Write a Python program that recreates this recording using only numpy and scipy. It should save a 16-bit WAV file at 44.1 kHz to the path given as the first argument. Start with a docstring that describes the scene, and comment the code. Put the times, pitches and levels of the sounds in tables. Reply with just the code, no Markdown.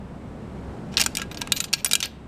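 """A small room hums over low noise and a faint hiss. At 0.9 s, close by, a coin skids into a mechanical
coin changer and falls through it, clacking against steel guides and levers. Every contact rings the
struck part and the frame and knocks the housing. Between contacts the rim scrapes along guides, and in
free flight the coin itself sings very high. The last clack comes just after 2 s; the hum remains."""
import sys
import numpy as np
from scipy import signal
from scipy.fft import rfft, irfft, next_fast_len
from scipy.io import wavfile
from scipy.ndimage import map_coordinates

SR = 44100
rng = np.random.default_rng(int(sys.argv[2]) if len(sys.argv) > 2 else 0)


def wrap_up_sound(samples):
    """Save the sound to the file named by the first command line argument, as 16-bit audio."""
    columns = np.atleast_2d(samples).T
    # keep every value between -1 and 1, then stretch to whole-number steps
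    tamed = np.clip(columns, -1, 1)
    steps = np.round(tamed * 32767).astype(np.int16)
    wavfile.write(sys.argv[1], SR, steps)


N = 100239

# Room noise spectrum. Each row: frequency in Hz, relative level in dB.
AIR_SPECTRUM = [(15, -36.5), (26, -7.5), (34, -9.5), (44, -15), (60, -8.5), (95, -6), (115, -3.5),
                (140, -4), (200, -1.5), (300, -9), (420, -12.5), (640, -16), (850, -18.5), (1600, -28.5),
                (3400, -40), (6500, -47), (8100, -46.5), (14400, -63), (16000, -84.5)]
# Room noise envelope. Each row: time in seconds, level in dB before AIR_GAIN_DB.
AIR_ENVELOPE = [(0, -42), (.5, -39.5), (.72, -37.5), (1.0, -39), (1.48, -39.5), (1.6, -43), (2.1, -45),
                (2.27, -45)]
# Hiss spectrum. Each row: frequency in Hz, relative level in dB.
HISS_SPECTRUM = [(300, 2.5), (800, 3.5), (2000, 4.5), (4000, -6), (6500, -23.5), (8000, -7.5), (9000, -25),
                 (14000, -32.5)]
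# Hum envelope. Each row: time in seconds, level in dB.
HUM_ENVELOPE = [(0, -40), (.25, -44), (.42, -46), (.66, -34), (.82, -54), (.95, -38), (1.15, -43),
                (1.6, -52), (2.0, -49.5), (2.27, -41.5)]
# Room decay. Each row: frequency in Hz, T60 in seconds.
ROOM_DECAY = [(300, 0.15), (3000, 0.62), (8000, .28), (15000, 0.33)]
# Coin sliding on a guide. Each row: start in seconds, length in seconds, level in dB,
# guide resonance in Hz.
GUIDE_SLIDES = [(0.913, 0.055, -48.5, 5550), (0.983, 0.015, -31, 2900), (1.002, .03, -27, 5500),
                (1.162, 0.089, -45.5, 2600), (1.358, 0.27, -52.5, 2600), (1.555, 0.036, -36.5, 4100),
                (1.591, 0.049, -45, 4050), (1.678, 0.016, -45.5, 3620), (1.77, 0.045, -42, 2520)]
# Scrape spectrum. Each row: frequency in Hz, relative level in dB.
SCRAPE_SPECTRUM = [(500, -2.5), (1500, -3.5), (2600, 8), (4200, 2.5), (7500, -3.5), (10000, -15),
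                   (15000, -23.5)]
# Coin ringing in flight. Each row: start in seconds, length in seconds, lower and upper mode level in dB.
FLIGHTS = [(.975, .04, -37, -40), (1.012, 0.05, -41, -38), (1.314, 0.025, -60, -50),
           (1.375, 0.031, -47, -55), (1.522, 0.055, -48, -37.5), (1.551, .04, -48, -30),
           (1.606, 0.071, -46, -35.5), (1.74, 0.13, -45.5, -43), (1.863, 0.03, -28.5, -48),
           (1.935, 0.053, -47, -44), (2.027, 0.072, -43, -40)]
# Clack filter. Each row: frequency in Hz, gain in dB.
CLACK_SPECTRUM = [(150, -39.5), (500, -3), (900, -4), (1500, -6), (2500, -2.5), (4000, -1), (6500, 0),
                  (9000, -1.5), (11000, -7), (13800, -9.5), (15000, -21.5)]
# Steel frame modes. Each row: frequency in Hz, mean level in dB before the clack filter, T60 in seconds.
FRAME_MODES = [(1356, -9.5, 0.046), (1634, -10.5, 0.1), (2375, -13.5, 0.068), (2543, -15, 0.052),
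               (2873, -15, 0.049), (3220, -26, 0.054), (3640, -12.5, 0.028), (3890, -21, 0.074),
               (4680, -20.5, 0.05), (5450, -28.5, 0.023), (6830, -10, 0.018), (7880, -16, 0.019),
               (9200, -28, 0.022), (11400, -17, 0.022)]
# Coin contacts. Each row: start in seconds, gain in dB, relative bass and treble in dB, housing knock
# in Hz, main and second note of the struck part in Hz, rattle T60 in seconds.
COIN_CONTACTS = [(0.9409, -35, -1.5, -12, 810, 5600, 2540, 0.026),
                 (0.9703, -10, -22, -21, 1345, 5610, 4150, 0.066),
                 (0.9773, -14, -10.5, -13.5, 1375, 3700, 2810, 0.057),
                 (0.9826, -19, -8, -9, 1375, 2510, 3730, 0.025),
                 (0.9977, -15, -7, -8, 795, 5420, 6440, 0.033),
                 (1.004, -15.5, -10, -1, 1346, 5430, 2850, 0.025),
                 (1.0114, -17.5, -23, 0, 1160, 5490, 2730, 0.033),
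                 (1.0143, -11, -18.5, 0.5, 1360, 2790, 5530, 0.021),
                 (1.0217, -23, -5, -10, 1604, 2450, 4500, 0.036),
                 (1.0382, -21.5, -13, -7, 1640, 8800, 2970, 0.048),
                 (1.0619, -13, -4.5, 0.5, 1520, 7200, 5830, 0.024),
                 (1.1519, -23.5, -12.5, 2.5, 1730, 4800, 8400, 0.033),
                 (1.17, -16, -10.5, 3, 1656, 5600, 6910, 0.018),
                 (1.1836, -32.5, 2.5, 0.5, 1360, 2830, 7440, 0.045),
                 (1.1974, -29.5, -1, -16.5, 1350, 5700, 2960, 0.056),
                 (1.2173, -23, -0.5, -6.5, 1322, 2660, 7180, 0.037),
                 (1.3135, -29.5, -2.5, -9.5, 1410, 2480, 3730, 0.058),
                 (1.3454, -33.5, -3, -7, 925, 2820, 4200, 0.044),
                 (1.3722, -28, -9, -13.5, 1640, 4700, 5570, 0.062),
                 (1.4121, -38, 8.5, 8, 1640, 2850, 3670, 0.022),
                 (1.4165, -17, -6.5, -7, 960, 2540, 3820, 0.029),
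                 (1.4734, -27, 1, -6, 1636, 2680, 2140, 0.015),
                 (1.521, -6.5, -22.5, -3, 1384, 3980, 2540, 0.021),
                 (1.5645, -20.5, -25, -14, 1330, 4030, 7250, 0.025),
                 (1.57, -22.5, -24.5, -7, 1320, 4200, 7300, 0.085),
                 (1.603, -17, -14, -1.5, 1840, 7100, 3870, 0.024),
                 (1.605, -18.5, -10.5, 0.5, 1340, 7040, 4050, 0.036),
                 (1.6408, -21.5, -14.5, -2.5, 1400, 3880, 5840, 0.054),
                 (1.7298, -18, -20, -0.5, 900, 5780, 2560, 0.037),
                 (1.7355, -8.5, -21, -8.5, 914, 5570, 2660, 0.045),
                 (1.8459, -17, -5, 7, 1500, 7900, 9250, 0.043),
                 (1.8601, -16.5, -10, -6, 1710, 5700, 10650, 0.048),
                 (1.8925, -34, -10.5, -8, 810, 7720, 3710, 0.044),
                 (1.9121, -17.5, -15.5, -1, 900, 7200, 2770, 0.061),
                 (1.9208, -22.5, -9.5, -7.5, 1740, 5430, 4690, 0.023),
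                 (1.9333, -9, -12.5, 0, 1616, 3860, 6930, 0.028),
                 (1.9534, -11, -16, 1, 1570, 3210, 7000, 0.024),
                 (2.004, -20, -13.5, -4, 1540, 5600, 2850, 0.035),
                 (2.0275, -14, -16.5, -7.5, 1110, 3570, 2970, 0.051),
                 (2.037, -17.5, -21, -31, 1710, 3170, 3780, 0.12),
                 (2.0488, -23.5, -16, -29, 800, 4330, 4930, 0.026),
                 (2.056, -23.5, -8, -1, 1880, 4270, 2720, 0.024)]

AIR_GAIN_DB, HISS_DB, ROOM_DB = 2.5, -60, -23.5
HUM_HZ, HUM_WAVER_RAD = 66.3, .5
GUIDE_PEAK_DB, GUIDE_HALF_WIDTH_HZ = 6.5, 300
ROUGHNESS_DB, BUMPS_PER_S = 2, 500
COIN_MODES_HZ, COIN_T60_S = (13465, 13835), 0.18
FLUTTER_DB, FLUTTER_RAD, FLUTTER_PER_S = 3, .6, 330
TICK_DB, TICK_T60_S = 2, 0.00084
CRACK_DB, CRACK_T60_S = -9, 0.013
RATTLE_DB, STRIKE_ATTACK_S = -5, .0001
MAIN_DB, MAIN_T60_S = -3, 0.021
SECOND_DB, SECOND_T60_S = -6.5, 0.026
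KNOCK_DB, KNOCK_T60_S, KNOCK_ATTACK_S = -4, .038, .001
BASS_SHELF_HZ, TREBLE_SHELF_HZ = 1930, 6560


def amp(db):
    """Decibels to gain."""
    return 10 ** (np.asarray(db) / 20)


def unit_rms(x):
    """Scale to rms 1."""
    return x / np.sqrt(np.mean(x ** 2) + 1e-20)


def log_interp(rows, hz):
    """Interpolate (Hz, value) rows on a log axis."""
    row_hz, values = np.transpose(rows)
    return np.interp(np.log(hz + 1), np.log(row_hz + 1), values)


def curve(rows):
    """(s, value) rows as one value per sample."""
    return np.interp(np.arange(N) / SR, *np.transpose(rows))


def wobble(knots_per_s):
    """Smooth random curve."""
    return map_coordinates(rng.standard_normal(2000), [np.arange(N) * knots_per_s / SR], mode="wrap")


def noise(spectrum):
    """Coloured noise of rms 1."""
    size = next_fast_len(N + 8192)
    gain = amp(log_interp(spectrum, np.fft.rfftfreq(size, 1 / SR)))
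    return unit_rms(irfft(rfft(rng.standard_normal(size)) * gain)[:N])


def min_phase(x, gain):
    """Minimum-phase filter, one gain per frequency bin."""
    cepstrum = irfft(np.log(np.maximum(gain, 1e-6)))
    half = len(cepstrum) // 2
    cepstrum[1:half] *= 2
    cepstrum[half + 1:] = 0
    return irfft(rfft(x) * np.exp(rfft(cepstrum)))


def decay(t, t60_s):
    """Exponential decay."""
    return np.exp(-np.log(1000) * t / t60_s)


def partial(t, hz, t60_s, phase_turns=0):
    """Decaying sine of a struck mode."""
    return decay(t, t60_s) * np.sin(2 * np.pi * (hz * t + phase_turns))


def add(out, start_s, x):
    """Mix x into out."""
    i = int(round(start_s * SR))
    out[i:i + len(x)] += x[:len(out) - i]


def background():
    """Low room noise, a wavering hum, a faint hiss."""
    air = amp(curve(AIR_ENVELOPE) + AIR_GAIN_DB) * noise(AIR_SPECTRUM)
    hum_rad = 2 * np.pi * HUM_HZ * np.arange(N) / SR + HUM_WAVER_RAD * wobble(knots_per_s=6.8)
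    hum = amp(curve(HUM_ENVELOPE)) * np.sin(hum_rad)
    return air + hum + amp(HISS_DB) * noise(HISS_SPECTRUM)


def room_reverb(x):
    """Short diffuse tail, longest near 3 kHz."""
    hz, t, bins = signal.stft(rng.standard_normal(SR // 2), SR, nperseg=256)
    bins = bins * decay(t, log_interp(ROOM_DECAY, hz)[:, None])
    tail = signal.istft(bins, SR, nperseg=256)[1]
    return signal.fftconvolve(x, tail / np.linalg.norm(tail))[:N]


def rim_scrapes():
    """The rim scrapes unevenly along a guide, which resonates."""
    out, size = np.zeros(N), 8192
    hz = np.fft.rfftfreq(size, 1 / SR)
    for start_s, length_s, level_db, guide_hz in GUIDE_SLIDES:
        friction = rng.standard_normal(size) * amp(ROUGHNESS_DB * wobble(BUMPS_PER_S)[:size])
        guide_db = GUIDE_PEAK_DB / (1 + ((hz - guide_hz) / GUIDE_HALF_WIDTH_HZ) ** 2)
        scrape = unit_rms(min_phase(friction, amp(log_interp(SCRAPE_SPECTRUM, hz) + guide_db)))
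        stroke = signal.windows.tukey(min(int(length_s * SR), size), .5)  # capped at 186 ms
        add(out, start_s, amp(level_db) * stroke * scrape[:len(stroke)])
    return out


def coin_ringing():
    """Two close coin modes sing until the next guide damps them, fluttering as the coin tumbles."""
    out = np.zeros(N, complex)
    for start_s, length_s, *levels_db in FLIGHTS:
        t = np.arange(int(length_s * SR)) / SR
        pair = sum(amp(db) * np.exp(2j * np.pi * hz * t) for hz, db in zip(COIN_MODES_HZ, levels_db))
        add(out, start_s, pair * decay(t, COIN_T60_S) * signal.windows.tukey(len(t), alpha=0.68))
    flutter = amp(FLUTTER_DB * wobble(FLUTTER_PER_S))
    smear = np.exp(1j * FLUTTER_RAD * wobble(FLUTTER_PER_S))
    return (out * flutter * smear).imag


def frame_ring(t, spread_db=3.8):
    """The steel frame's modes, random in level and phase at each hit."""
    return sum(amp(db + spread_db * rng.standard_normal()) * partial(t, hz, t60_s, rng.random())
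               for hz, db, t60_s in FRAME_MODES)


def clack_filter(hz, bass_db, treble_db, ripple_db=2.3, spacing_hz=300):
    """Shelved clack spectrum with random ripple: each spot hit favours some resonances, misses others."""
    ripple = map_coordinates(rng.standard_normal(100), [hz / spacing_hz], mode="nearest")
    bass_shelf = 1 / (1 + (hz / BASS_SHELF_HZ) ** 6)
    treble_shelf = 1 - 1 / (1 + (hz / TREBLE_SHELF_HZ) ** 6)
    shelves_db = bass_shelf * (bass_db + 5) + treble_shelf * (treble_db - 0.5)
    return unit_rms(amp(ripple_db * ripple)) * amp(log_interp(CLACK_SPECTRUM, hz) + shelves_db)


def coin_clacks():
    """Coin on steel: tick, crack, thin-steel rattle, frame ring, struck part's notes, housing knock."""
    out, t = np.zeros(N), np.arange(8192) / SR
    hz = np.fft.rfftfreq(len(t), 1 / SR)
    snap = amp(TICK_DB) * decay(t, TICK_T60_S) + amp(CRACK_DB) * decay(t, CRACK_T60_S)
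    strike_rise = 1 - np.exp(-t / STRIKE_ATTACK_S)
    knock_rise = 1 - np.exp(-t / KNOCK_ATTACK_S)
    for start_s, gain_db, bass_db, treble_db, knock_hz, main_hz, second_hz, t60_s in COIN_CONTACTS:
        burst = rng.standard_normal(len(t)) * (snap + amp(RATTLE_DB) * decay(t, t60_s))
        strike = (2 * burst + frame_ring(t)) * strike_rise
        clack = min_phase(strike, clack_filter(hz, bass_db, treble_db))
        part = amp(MAIN_DB) * partial(t, main_hz, MAIN_T60_S)
        part += amp(SECOND_DB) * partial(t, second_hz, SECOND_T60_S)
        knock = amp(KNOCK_DB + bass_db) * partial(t, knock_hz, KNOCK_T60_S) * knock_rise
        add(out, start_s, amp(gain_db) * (clack + part + knock))
    return out


def scene():
    """The coin's fall in the room, mono."""
    coin = coin_clacks() + coin_ringing() + rim_scrapes()
    return (coin + amp(ROOM_DB) * room_reverb(coin) + background())[None]


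def record(dry):
    """Clip at full scale, then low-pass steeply."""
    size, cutoff_hz = next_fast_len(N + 8192), 15100
    hz = np.fft.rfftfreq(size, 1 / SR)
    lowpass = 1 / np.sqrt(1 + (hz / cutoff_hz) ** 80)
    return irfft(rfft(np.clip(dry, -1, 1), size) * lowpass, size)[..., :N]


dry = scene()
out = record(dry)
wrap_up_sound(out)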